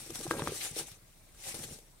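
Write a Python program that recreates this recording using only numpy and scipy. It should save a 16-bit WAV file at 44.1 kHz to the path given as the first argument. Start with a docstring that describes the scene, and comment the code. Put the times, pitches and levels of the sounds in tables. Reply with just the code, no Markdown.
"""Dry, gritty sweeps of dust and dull knocks: a small animal rolls in a dust bath in a lidded plastic box.
Fur and paws sweep fine dust along the plastic, made from random grains and patchy noise.
Body and feet bump the walls, whose short, dull modes ring as decaying sines; claws add sharp clicks.
Handling the camera adds a faint tick and low push. A short room tail follows the knocks.
A low hum, a thin high whine and a faint hiss lie underneath."""
import sys
import numpy as np
from scipy import signal
from scipy.fft import rfft, irfft, next_fast_len
from scipy.io import wavfile
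from scipy.ndimage import uniform_filter1d, map_coordinates

SR = 44100
rng = np.random.default_rng(int(sys.argv[2]) if len(sys.argv) > 2 else 0)


def dump_mix(stems):
    """Bounce the given channels to the path in sys.argv[1] as a 16-bit WAV at rate SR."""
    frames = np.atleast_2d(stems).T  # one column per channel
    limited = np.clip(frames, -1, 1)  # hard clip at full scale
    pcm = np.round(limited * 32767).astype(np.int16)
    wavfile.write(sys.argv[1], SR, pcm)


def voltage_ratio(level):
    """Linear amplitude factor for a level in decibels (scalar or array-like)."""
    return 10 ** (np.asarray(level, float) / 20)


N = 88200

# dust sweeping along the plastic: time_s, hiss_db, scrape_over_hiss_db
SWEEPS = [(0.0, -46.5, -12), (0.13, -53, -5), (0.15, -41.5, -10), (0.22, -49.5, -9), (0.24, -39.5, -20),
          (0.27, -51.5, -8), (0.3, -48.5, -10), (0.31, -42.5, 0), (0.35, -49, -14.5), (0.4, -49.5, 3.5),
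          (0.43, -48, -12.5), (0.48, -43.5, -2), (0.5, -49.5, -1), (0.56, -39, -14), (0.6, -44, -9),
          (0.65, -36.5, -9), (0.73, -52.5, -6.5), (0.79, -35, -9), (0.86, -55, -8.5), (0.87, -48, -10.5),
          (1.0, -68, -3.5), (1.34, -65.5, -5), (1.49, -38, -11.5), (1.54, -49, -13.5), (1.55, -41, -16),
          (1.58, -47, -10), (1.65, -43.5, -19), (1.66, -50, -10), (1.74, -49, -12), (1.84, -66.5, -5.5),
          (2.0, -69.5, -3)]
# short paw scratches through the dust: start_s, length_s, level_db
PAW_SCRATCHES = [(0.225, 0.016, -63), (0.605, 0.013, -44), (0.626, 0.017, -56), (0.905, 0.035, -66),
                 (1.435, 0.016, -55), (1.509, 0.018, -58), (1.63, 0.014, -53.5)]
# fine, bright dust hiss: frequency_hz, density_db (per Hz)
HISS_SPECTRUM = [(590, -31.5), (1150, -12.5), (1770, -10), (2360, -12), (3420, -7.5), (3710, -4),
                 (4900, -8.5), (5700, -2.5), (6940, -3.5), (9490, -0.5), (10300, -4.5), (12800, -8.5),
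                 (13900, -14.5), (16000, -17)]
# coarser scraping: frequency_hz, density_db (per Hz)
SCRAPE_SPECTRUM = [(500, -15), (1000, -11.5), (1600, -1), (2100, 8.5), (3200, 5.5), (5000, 5), (7000, -32)]
# likeness of the dust in the two channels: frequency_hz, correlation (no unit)
DUST_CORRELATION = [(500, 1), (1400, 0.33), (3000, 0.027), (15000, 0.028)]
# left over right balance of the dust: frequency_hz, balance_db
DUST_BALANCE = [(60, -1), (150, -31), (380, -2), (950, -6), (2380, 3.0), (5980, 3.5), (15000, 4)]
# wall resonances colouring the hiss: frequency_hz, width_hz, level_db
WALL_RESONANCES = [(5620, 180, -2.5), (8620, 1100, -12)]
# dull knocks: bumps on the box, but at 1.340 and 1.347 s a faint low push from handling the camera:
# start_s, level_db, struck_hz, spread_octaves, puff_db
KNOCKS = [(.004, -45.5, 794, 0.54, -81), (.062, -46, 373, 0.31, -55), (.096, -40.5, 335, 0.099, -60),
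          (.105, -38, 410, 1.06, -43.5), (.122, -43.5, 139, 0.95, -57), (.156, -37, 900, 0.66, -51),
          (0.156, -43, 210, 0.46, -84), (.191, -41, 240, 0.26, -46), (.204, -36, 382, 0.72, -49),
          (.211, -37, 460, 1.5, -47), (0.253, -34.5, 313, 0.13, -64), (.266, -32, 790, 0.35, -57),
          (0.277, -37.5, 154, 0.23, -46), (0.3093, -25.5, 560, 0.65, -52), (.3112, -21.5, 1250, .45, -60),
          (.312, -53, 45, .4, -80), (.315, -25.5, 383, 0.36, -45), (.333, -31, 700, 1.5, -65),
          (.340, -28.5, 560, 1, -66), (.351, -35.5, 580, 0.17, -66), (.365, -36.5, 250, 0.4, -56),
          (0.38, -39, 450, 0.88, -66), (0.385, -33.5, 530, 0.56, -46), (0.393, -31, 980, 0.13, -44),
          (.3945, -30, 490, 0.75, -56), (.404, -34, 550, 0.21, -64), (0.422, -29, 620, 0.87, -63),
          (0.4208, -29.5, 178, 0.37, -74), (.439, -37, 300, 0.65, -46), (0.4728, -31.5, 560, 0.57, -60),
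          (.4744, -26.5, 1250, .45, -60), (.476, -30.5, 350, 0.38, -62), (0.485, -41, 153, 0.15, -70),
          (.520, -30, 427, 0.095, -59), (.648, -44, 450, 0.61, -55), (.665, -37.5, 804, 0.48, -73),
          (0.711, -43.5, 124, 0.46, -49), (0.765, -33, 417, 0.5, -47), (.786, -43.5, 470, 0.58, -72),
          (.795, -34, 520, 1.23, -72), (.810, -36, 590, 1.1, -58), (.815, -49, 152, 0.31, -80),
          (0.871, -55, 45, .4, -80), (.882, -48, 804, 0.22, -81), (0.916, -47.5, 136, 0.44, -50.5),
          (1.02, -56.5, 110, 1.1, -73), (1.340, -54.5, 45, 0.4, -80), (1.347, -54, 400, 1.9, -66),
          (1.472, -50.5, 152, 1.2, -72), (1.513, -52, 205, 0.19, -59), (1.543, -36, 348, 1.23, -42),
          (1.591, -40, 256, 0.53, -44), (1.605, -44, 160, .5, -80), (1.637, -39, 374, 1.23, -48),
          (1.651, -43, 180, 0.76, -70), (1.688, -45, 397, 0.83, -74), (1.711, -39, 238, 1.1, -83),
          (1.724, -44, 150, 0.53, -52), (1.787, -48.5, 500, 0.42, -53)]
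# ringing modes of the box: pitch_hz, level_db, t60_s
BOX_MODES = [(45, -20, .09), (113.4, 12, 0.058), (148.7, 9, 0.057), (230.4, 14.5, 0.021), (342.2, 3, 0.05),
             (411.5, 1.5, 0.036), (465, 7.5, 0.031), (560, 2.5, 0.03), (639, 10, 0.0079), (764, 8, 0.014),
             (980, 1.5, 0.017), (1202, 19, 0.0058), (1596, -2.5, 0.061), (1830, 3.5, 0.0091),
             (2350, -4, 0.028), (3390, 13, 0.006), (4500, -3, 0.013)]
# small shuffling against the box: time_s, level_db, rattle_over_level_db
SHUFFLING = [(0.0, -57.5, -21), (0.14, -59.5, -11), (0.36, -43, -9.5), (0.5, -44, -10), (0.56, -54, -16),
             (0.7, -59, -12), (0.98, -66, -10.5), (1.15, -94, 9.5), (1.43, -65, -11), (1.58, -56, -14),
             (1.65, -58.5, -26), (1.77, -59.5, -34), (1.87, -68.5, -25), (2.0, -86, -14)]
# stereo side of the box over its middle: frequency_hz, side_db
BOX_WIDTH = [(100, -45), (400, -22), (1000, -22), (2500, 3)]
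# sharp clicks: claws on the plastic, but at 1.347 s a faint tick from handling the camera:
# start_s, level_db, pitch_hz
SHARP_CLICKS = [(0.1047, -34, 4500), (0.1562, -30, 4600), (0.1570, -29, 5000), (.2112, -30, 5000),
                (.3100, -25, 3800), (.3107, -30, 6200), (.3109, -16.5, 1500), (.4732, -27, 2500),
                (.4740, -20, 1400), (0.4207, -25.5, 1300), (0.3962, -28.5, 2970), (0.481, -27, 4300),
                (.9180, -37.5, 4500), (1.347, -52, 1500), (1.545, -39, 2200), (1.596, -37, 3000),
                (1.6400, -35.5, 3000), (1.691, -50.5, 1500)]
# decay of the room: frequency_hz, t60_s
ROOM_DECAY = [(150, 0.12), (1000, 0.18), (8000, 0.31)]
# tone of the room: frequency_hz, level_db
ROOM_TONE = [(100, -49), (300, -8), (1000, -7.5), (5000, -1)]
# faint hiss of the room: frequency_hz, density_db (per Hz)
FLOOR_SPECTRUM = [(40, -25), (52, -5.5), (86, -2), (150, -4), (233, -12.5), (344, -12.5), (460, -17.5),
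                  (616, -13), (954, -20), (2290, -22), (3060, -39), (8300, -21), (12000, -24.5),
                  (15800, -25)]
# likeness of that hiss in the two channels: frequency_hz, correlation (no unit)
FLOOR_CORRELATION = [(60, 0.64), (150, 0.75), (500, 0.2), (2000, 0.067), (15000, 0.038)]


def unit(x):
    """Scale to rms 1."""
    return x / np.sqrt(np.mean(x ** 2) + 1e-20)


def along(points, hz):
    """Read a (frequency, value) curve on a log frequency axis."""
    f, v = np.transpose(points)
    return np.interp(np.log(hz + 1), np.log(f + 1), v)


def curves(rows):
    """One value per sample for each column after the time."""
    s, *cols = np.transpose(rows)
    return [np.interp(np.arange(N) / SR, s, c) for c in cols]


def wobble(rate):
    """A smooth random curve with rate knots a second."""
    knots = rng.standard_normal(400)
    return map_coordinates(knots, [np.arange(N) * min(rate, 190) / SR])


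def filtered(x, response):
    """Filter x by a complex response of frequency."""
    m = next_fast_len(N + SR // 2)
    return irfft(rfft(x, m) * response(np.fft.rfftfreq(m, 1 / SR)), m)[..., :N]


def ticks(per_s, spread_db, channels):
    """Random single contacts of scattered size; rms 1."""
    shape = (channels, N)
    hit = rng.random(shape) < per_s / SR
    size = rng.standard_normal(shape) * voltage_ratio(spread_db * rng.standard_normal(shape))
    return unit(hit * size)


def coloured(pair, spectrum, alike):
    """Two unrelated streams, coloured and mixed to a left-right likeness; rms 1."""
    def mid_side(hz):
        turn = np.arccos(np.clip(along(alike, hz), -1, 1)) / 2
        return voltage_ratio(along(spectrum, hz)) * [np.cos(turn), np.sin(turn)]

    mid, side = filtered(pair, mid_side)
    return unit(np.array([mid + side, mid - side]))


def patchy(depth_db):
    """Two noises sharing patches of random gain over time and frequency; rms 1."""
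    z = signal.stft(rng.standard_normal((2, N)), nperseg=256)[2]
    field = uniform_filter1d(rng.standard_normal(z.shape[1:]), 4, 0)
    field = uniform_filter1d(field, 8, 1)
    return unit(signal.istft(z * voltage_ratio(depth_db * unit(field)), nperseg=256)[1][:, :N])


def grit():
    """Dust texture: single grain contacts among patchy noise."""
    grain_share = 0.28  # of the power
    grains = ticks(6000, spread_db=2.5, channels=2)
    return np.sqrt(grain_share) * grains + np.sqrt(1 - grain_share) * patchy(depth_db=3.0)


def puffs():
    """Level of the puff of hiss at each knock, dust thrown up by the bumps, dying exponentially."""
    t, t60_s = np.arange(N) / SR, 0.024
    return sum(voltage_ratio(puff_db - 60 * np.maximum(t - s, 0) / t60_s) * (t > s)
               for s, _, _, _, puff_db in KNOCKS)


def paw_strokes():
    """Level of each paw scratch: a fast linear rise, a hold and a fall three times slower."""
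    t, edge_s = np.arange(N) / SR, 0.0047
    level = np.zeros(N)
    for s, length, db in PAW_SCRATCHES:
        fall = (s + length - t) / 3 + edge_s
        level += voltage_ratio(db) * np.clip(np.minimum(t - s, fall) / edge_s, 0, 1)
    return level


def wall_response(f):
    """The plain hiss plus the narrow resonances of the walls."""
    return 1 + sum(voltage_ratio(db) * 1j * f * w / (c * c - f * f + 1j * f * w) for c, w, db in WALL_RESONANCES)


def dust():
    """Fine grains hiss and scrape along the plastic with each sweep; a puff goes with each knock."""
    hiss_db, scrape_db = curves(SWEEPS)
    hiss = unit(filtered(coloured(grit(), HISS_SPECTRUM, DUST_CORRELATION), wall_response))
    hiss = hiss * (voltage_ratio(hiss_db + 0.41 * wobble(60.4)) + puffs())
    scrape = coloured(grit(), SCRAPE_SPECTRUM, DUST_CORRELATION)
    scrape = scrape * (voltage_ratio(hiss_db + scrape_db + 0.29 * wobble(48.7)) + paw_strokes())
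    return filtered(hiss + scrape, lambda hz: voltage_ratio(np.outer([.5, -.5], along(DUST_BALANCE, hz))))


def ring(levels_db):
    """The box modes ringing from one contact: sines that swell within cycles and decay."""
    hz, _, t60 = np.transpose(BOX_MODES)[:, :, None]
    t = np.arange(SR // 5) / SR
    rise_cycles = 1.2  # time constant
    decay = voltage_ratio(levels_db[:, None] - 60 * t / t60)
    rise = 1 - np.exp(-t * hz / rise_cycles)
    return np.sum(decay * rise * np.sin(2 * np.pi * hz * t), axis=0)


def ring_near(centre_hz, octaves, scatter_db=0):
    """Ring the modes around one pitch region, weaker with distance in octaves."""
    hz, mode_db, _ = np.transpose(BOX_MODES)
    return ring(mode_db + scatter_db - 6 * (np.log2(hz / centre_hz) / octaves) ** 2)


def dull_knocks():
    """Each knock rings the bank of modes near its pitch region, with a little chance in their levels."""
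    out = np.zeros(N + SR)
    scatter_db = 1.2 * rng.standard_normal((len(KNOCKS), len(BOX_MODES)))
    for (s, db, struck_hz, spread, _), chance_db in zip(KNOCKS, scatter_db):
        blow = ring_near(struck_hz, spread, chance_db)
        out[round(s * SR):][:len(blow)] += voltage_ratio(db) * blow / np.abs(blow).max()
    return out[:N]


def shuffling():
    """Small random contacts at four spots, each exciting the modes a little differently; rms 1."""
    hz, mode_db, _ = np.transpose(BOX_MODES)
    top_hz, low_hz = 900, 150  # the modes fade beyond these
    body_db = mode_db - 12 * (hz / top_hz) ** 2 - 6 * (low_hz / hz) ** 2
    spots = np.array([ring(body_db + 4 * chance) for chance in rng.standard_normal((4, len(hz)))])
    contacts = ticks(400 / 4, spread_db=2, channels=4)
    return unit(signal.fftconvolve(contacts, spots, axes=1)[:, :N].sum(axis=0))


def rubbing(centre_hz, octaves, spread_db):
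    """Dense random contacts excite one region of the box modes; rms 1."""
    contacts = ticks(1500, spread_db, channels=1)[0]
    return unit(signal.fftconvolve(contacts, ring_near(centre_hz, octaves))[:N])


def box_contacts():
    """Between bumps the box is shuffled against, rubbed by the sweeps and rattled in its upper modes."""
    level_db, rattle_db = curves(SHUFFLING)
    small = shuffling() * voltage_ratio(level_db - 2)
    rub = rubbing(700, octaves=0.41, spread_db=5) * voltage_ratio(curves(SWEEPS)[0] - 17.5)
    rattle = rubbing(1520, octaves=0.79, spread_db=1.3) * voltage_ratio(level_db + rattle_db)
    return small + rub + rattle


def sharp_clicks():
    """Each click is a sharp pulse of a few cycles with a short noisy chatter."""
    out, t = np.zeros((2, N + SR)), np.arange(SR // 50) / SR
    rise_cycles, decay_cycles = .07, 3.5  # time constant; fall of 60 dB
    chatter_gain, chatter_t60_s = .5, .008
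    pan_db, lag_s = 3.5, .00005  # the left port hears it louder and first
    chatter = rng.standard_normal((len(SHARP_CLICKS), 2, len(t)))
    late = t - np.array([[0], [lag_s]])
    for (s, db, hz), noise in zip(SHARP_CLICKS, chatter):
        decay = voltage_ratio(-60 * late * hz / decay_cycles)
        rise = 1 - np.exp(-np.maximum(late, 0) * hz / rise_cycles)
        pulse = -np.sin(2 * np.pi * hz * late) * decay * rise
        band = signal.butter(1, [hz / 2, hz * 2], "band", fs=SR)
        tail = signal.lfilter(*band, noise) * voltage_ratio(-60 * t / chatter_t60_s)
        out[:, round(s * SR):][:, :len(t)] += voltage_ratio(db) * (pulse / np.abs(pulse).max() + chatter_gain * tail)
    return out[:, :N] * voltage_ratio([[pan_db], [-pan_db]])


def room(x):
    """Each frequency of the room's noise-like answer dies at its own speed."""
    hz, t, z = signal.stft(rng.standard_normal((2, SR // 2)), SR, nperseg=256)
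    level_db = along(ROOM_TONE, hz)[:, None] - 60 * t / along(ROOM_DECAY, hz)[:, None]
    tail = signal.istft(z * voltage_ratio(level_db), SR, nperseg=256)[1]
    delayed = np.pad(x, (200, 0))[None]  # in samples
    return signal.fftconvolve(delayed, tail / np.linalg.norm(tail[0]), axes=1)[:, :N]


def background():
    """A low hum wavering in pitch and level and a thin high whine over broad room hiss."""
    phase = 2 * np.pi * np.cumsum(31.6 + 1.2 * wobble(3.4)) / SR
    hum = voltage_ratio(-65 + 1.5 * wobble(4.0)) * np.sin(phase)
    whine = voltage_ratio(-82 + 2.2 * wobble(20)) * np.sin(2 * np.pi * 13833 * np.arange(N) / SR)
    hiss = voltage_ratio(-63) * coloured(patchy(depth_db=2.5), FLOOR_SPECTRUM, FLOOR_CORRELATION)
    return np.sqrt(2) * (hum + whine) + hiss  # root 2 makes the tone levels rms


def scene():
    """The knocks lead in phase on the left, more so in the treble; all layers add up."""
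    knocks = dull_knocks() + box_contacts()
    side = filtered(knocks, lambda hz: 1j * voltage_ratio(along(BOX_WIDTH, hz)))
    pan_db = -0.05
    near = np.array([knocks + side, knocks - side]) * voltage_ratio([[pan_db], [-pan_db]])
    return near + voltage_ratio(-5) * room(knocks) + sharp_clicks() + dust() + background()


def roll_off(x):
    """The treble ends steeply here."""
    return signal.sosfilt(signal.butter(12, 16190, fs=SR, output="sos"), x)


def record(dry):
    """The camera keeps nothing above its band limit."""
    top_hz = 15830
    return roll_off(filtered(dry, lambda hz: hz < top_hz))


dry = scene()
out = record(dry)
dump_mix(out)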